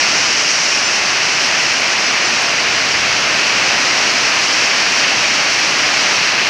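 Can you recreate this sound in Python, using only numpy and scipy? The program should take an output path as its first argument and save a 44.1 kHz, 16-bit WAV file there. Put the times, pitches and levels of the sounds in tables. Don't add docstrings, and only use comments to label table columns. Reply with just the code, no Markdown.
import sys
import numpy as np
from scipy import signal
from scipy.fft import rfft, irfft, next_fast_len
from scipy.io import wavfile
from scipy.ndimage import uniform_filter1d, minimum_filter1d

SR = 44100
rng = np.random.default_rng(int(sys.argv[2]) if len(sys.argv) > 2 else 0)


def gain_from_db(level_db):
    decades = np.asarray(level_db, float) / 20
    return 10 ** decades


def wav_record(signal):
    frames = np.transpose(np.atleast_2d(signal))
    bounded = np.clip(frames, -1, 1)
    quanta = np.round(bounded * 32767).astype(np.int16)
    wavfile.write(sys.argv[1], SR, quanta)


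N = 286209


def set_rms(x, db):
    return x * gain_from_db(db) / np.sqrt(np.mean(x ** 2))


def bell(x, centre, width):
    return np.exp(-((x - centre) / width) ** 2)


def walk(rate_hz):
    hold = int(SR / rate_hz)
    steps = np.repeat(rng.standard_normal(N // hold + 1), hold)
    slewed = uniform_filter1d(uniform_filter1d(steps, hold), hold)
    return 1.4 * slewed[:N]


def downpour(near_db=-16, near_hz=9000, flicker_db=0.07, spatter_db=0.64, top_hz=15510):
    # frequency in Hz, level in dB per Hz.
    colour = [(15, -66), (25, -37), (38, -35), (70, -22.5), (113, -14), (250, -10), (270, -8.5),
              (520, -9.5), (600, -5.5), (950, -6), (1500, -3.5), (2000, -1.5),
              (2570, .5), (2950, -2.5), (3250, -7), (3550, -10), (3900, -8.5), (4300, -5.5), (5650, -3.5),
            (6200, -7.5), (7300, -19), (8400, -28), (10200, -35.5), (12000, -45.5), (13200, -43),
            (15500, -43)]
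    change_db = weather()
    size = next_fast_len(N)
    octave = np.log2(np.maximum(np.arange(size // 2 + 1) * SR / size, 1))

    near_share = np.clip(gain_from_db(near_db) * 2 ** octave / near_hz, 0, .95)
    far = rfft(rng.standard_normal(N), size)
    near = rfft(near_drops(), size)
    hz, db = np.transpose(colour)
    tone = gain_from_db(np.interp(octave, np.log2(hz), db))
    spectrum = (np.sqrt(1 - near_share ** 2) * far + near_share * near) * tone
    spectrum[octave > np.log2(top_hz)] = 0

    rain, spatter = 0, walk(36)
    for centre in np.arange(4, 14.6, .5):
        crossfade = np.cos(np.pi * np.clip(octave - centre, -.5, .5)) ** 2
        band = irfft(spectrum * crossfade, size)[:N]
        restless_db = flicker_db * (1 + 1.2 * max(centre - 12.5, 0))
        spatter_here = spatter_db * bell(centre, 12.82, .8) * spatter
        rain = rain + band * gain_from_db(change_db(centre) + spatter_here + restless_db * walk(12))
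    return set_rms(rain, -14)


def near_drops(drops_per_s=30000, spread_db=4.0):
    count = rng.poisson(drops_per_s / SR, N)
    size = gain_from_db(spread_db * rng.exponential(size=N))
    return set_rms(np.sqrt(count) * size * rng.standard_normal(N), 0)


def weather():
    # time in seconds, strength in dB, spray off the nearest leaves in dB as the phone turns.
    rain = [(0, 0.6, 1.6), (.6, -1.2, 5.5), (1.1, -0.35, -0.2), (1.45, 0, 1.3), (1.9, -.5, .2),
            (2.4, -0.26, 0.2), (3.0, 0.15, -1.5), (3.6, 0.3, -0.9), (4.1, .5, 0.1), (5.0, 0.66, -.5),
            (5.5, 0.4, -.4), (6.1, 0.9, -1.5), (6.49, .5, -2.8)]
    # time in seconds, rumble in dB, half length in seconds.
    gusts = [
        (.85, -3, .12),
        (3.1, 9, .35),
        (3.7, 1, .3),
        (4.3, 4, .15),
        (4.8, -2, .2),
        (5.7, 1.5, .5),
    ]
    # time in seconds, drumming in dB, half length in seconds.
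    sheets = [
        (2.2, 1.5, 0.32),
        (3.0, 0.7, .2),
        (3.75, 1.6, .4),
    ]
    # time in seconds, dB above the hiss, half length in seconds.
    slaps = [(.775, 2, .012), (1.197, 2, .02), (2.67, 2, 0.013), (3.055, 1, 0.01), (4.274, 3, .015),
             (4.914, 0, 0.0067), (5.038, 4, 0.016), (5.087, 2.5, 0.0089), (5.25, 4, 0.015),
             (5.317, 2.5, 0.013), (5.38, 2, 0.018), (6.012, -1, .012), (6.38, 2, 0.011)]
    t = np.arange(N) / SR

    def bumps(rows):
        return sum(db * bell(t, at, half_s) for at, db, half_s in rows)

    s, strength_db, spray_db = np.transpose(rain)
    strength, spray = np.interp(t, s, strength_db), np.interp(t, s, spray_db)
    wind, drumming, slapping = bumps(gusts), bumps(sheets), bumps(slaps)
    spray_peak = np.log2(6000)

    def change_db(octave):
        hz = 2 ** octave
        body = strength * (1 + 0.68 * (hz > 3000))
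        spray_octaves = 0.38 if octave < spray_peak else 0.93
        leaves = spray * bell(octave, spray_peak, spray_octaves)
        roofs = drumming * bell(octave, np.log2(450), 2)
        ground = slapping * bell(octave, np.log2(2550), 0.3)
        rumble = wind / (1 + (hz / 130) ** 4)
        return body + leaves + roofs + ground + rumble

    return change_db


def rail_ticks(ring_s=0.00045, width_hz=3500):
    # start in seconds, peak level in dB, base frequency in Hz (the click rings 900 Hz above it).
    rail_drops = [
        (1.4614, -27, 8100),
        (1.6564, -33, 8020),
        (1.8078, -26, 8420),
        (1.8906, -30, 8850),
        (2.4239, -26, 8090),
        (3.4835, -39, 8210),
        (4.5994, -34, 8200),
        (4.8668, -37, 8060),
        (5.6007, -28, 8680),
    ]
    out, t = np.zeros(N), np.arange(600) / SR
    for s, db, hz in rail_drops:
        splash = gain_from_db(-12) * rng.standard_normal(len(t)) * np.exp(-t / .004)
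        click = np.sin(2 * np.pi * (hz + 900) * t) * np.exp(-t / ring_s)
        band = signal.butter(2, [hz - 600, hz + width_hz], "bandpass", fs=SR, output="sos")
        tick = signal.sosfilt(band, click + splash)
        start = int(s * SR)
        out[start:start + len(t)] += gain_from_db(db) * tick / np.abs(tick).max()
    return out


def side_flecks(half=1024, offset=211):
    # time in seconds, low edge in Hz, high edge in Hz, level in dB.
    flecks = [(.604, 13000, 15500, -60), (.859, 5470, 7140, -26), (.859, 8100, 9900, -48),
              (1.324, 6200, 8400, -35), (2.067, 4600, 5900, -25), (2.067, 11500, 13200, -60),
              (2.252, 5600, 7700, -30), (2.252, 10800, 12600, -69), (3.274, 7400, 9200, -43),
              (3.274, 9500, 11200, -59), (3.483, 8800, 10600, -55), (3.994, 7400, 9150, -49),
              (5.155, 6200, 7700, -36)]
    out = np.zeros(N)
    n = np.arange(2 * half) + .5 + half / 2
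    bins = np.arange(half) + .5
    bin_hz = bins * SR / 2 / half
    window = signal.windows.cosine(2 * half)
    for s, low_hz, high_hz, db in flecks:
        used = (bin_hz > low_hz) & (bin_hz < high_hz)
        burst = rng.standard_normal(used.sum()) @ np.cos(np.pi / half * np.outer(bins[used], n))
        block = round((s * SR - offset) / half + .25) - 1
        start = offset + half * block
        out[start:start + 2 * half] += set_rms(burst, db) * window
    return out


def scene():
    return np.tile(downpour() + rail_ticks(), (2, 1))


def roll_off(x):
    return signal.sosfilt(signal.butter(12, 15640, fs=SR, output="sos"), x)


def record(dry):
    room = np.minimum(1, .76 / (np.abs(dry[0]) + 1e-9))
    gain = minimum_filter1d(room, size=61)
    gain = uniform_filter1d(uniform_filter1d(gain, size=31), size=31)
    opposite = np.array([[1], [-1]])
    return roll_off(dry * gain + side_flecks() * opposite)


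dry = scene()
out = record(dry)
wav_record(out)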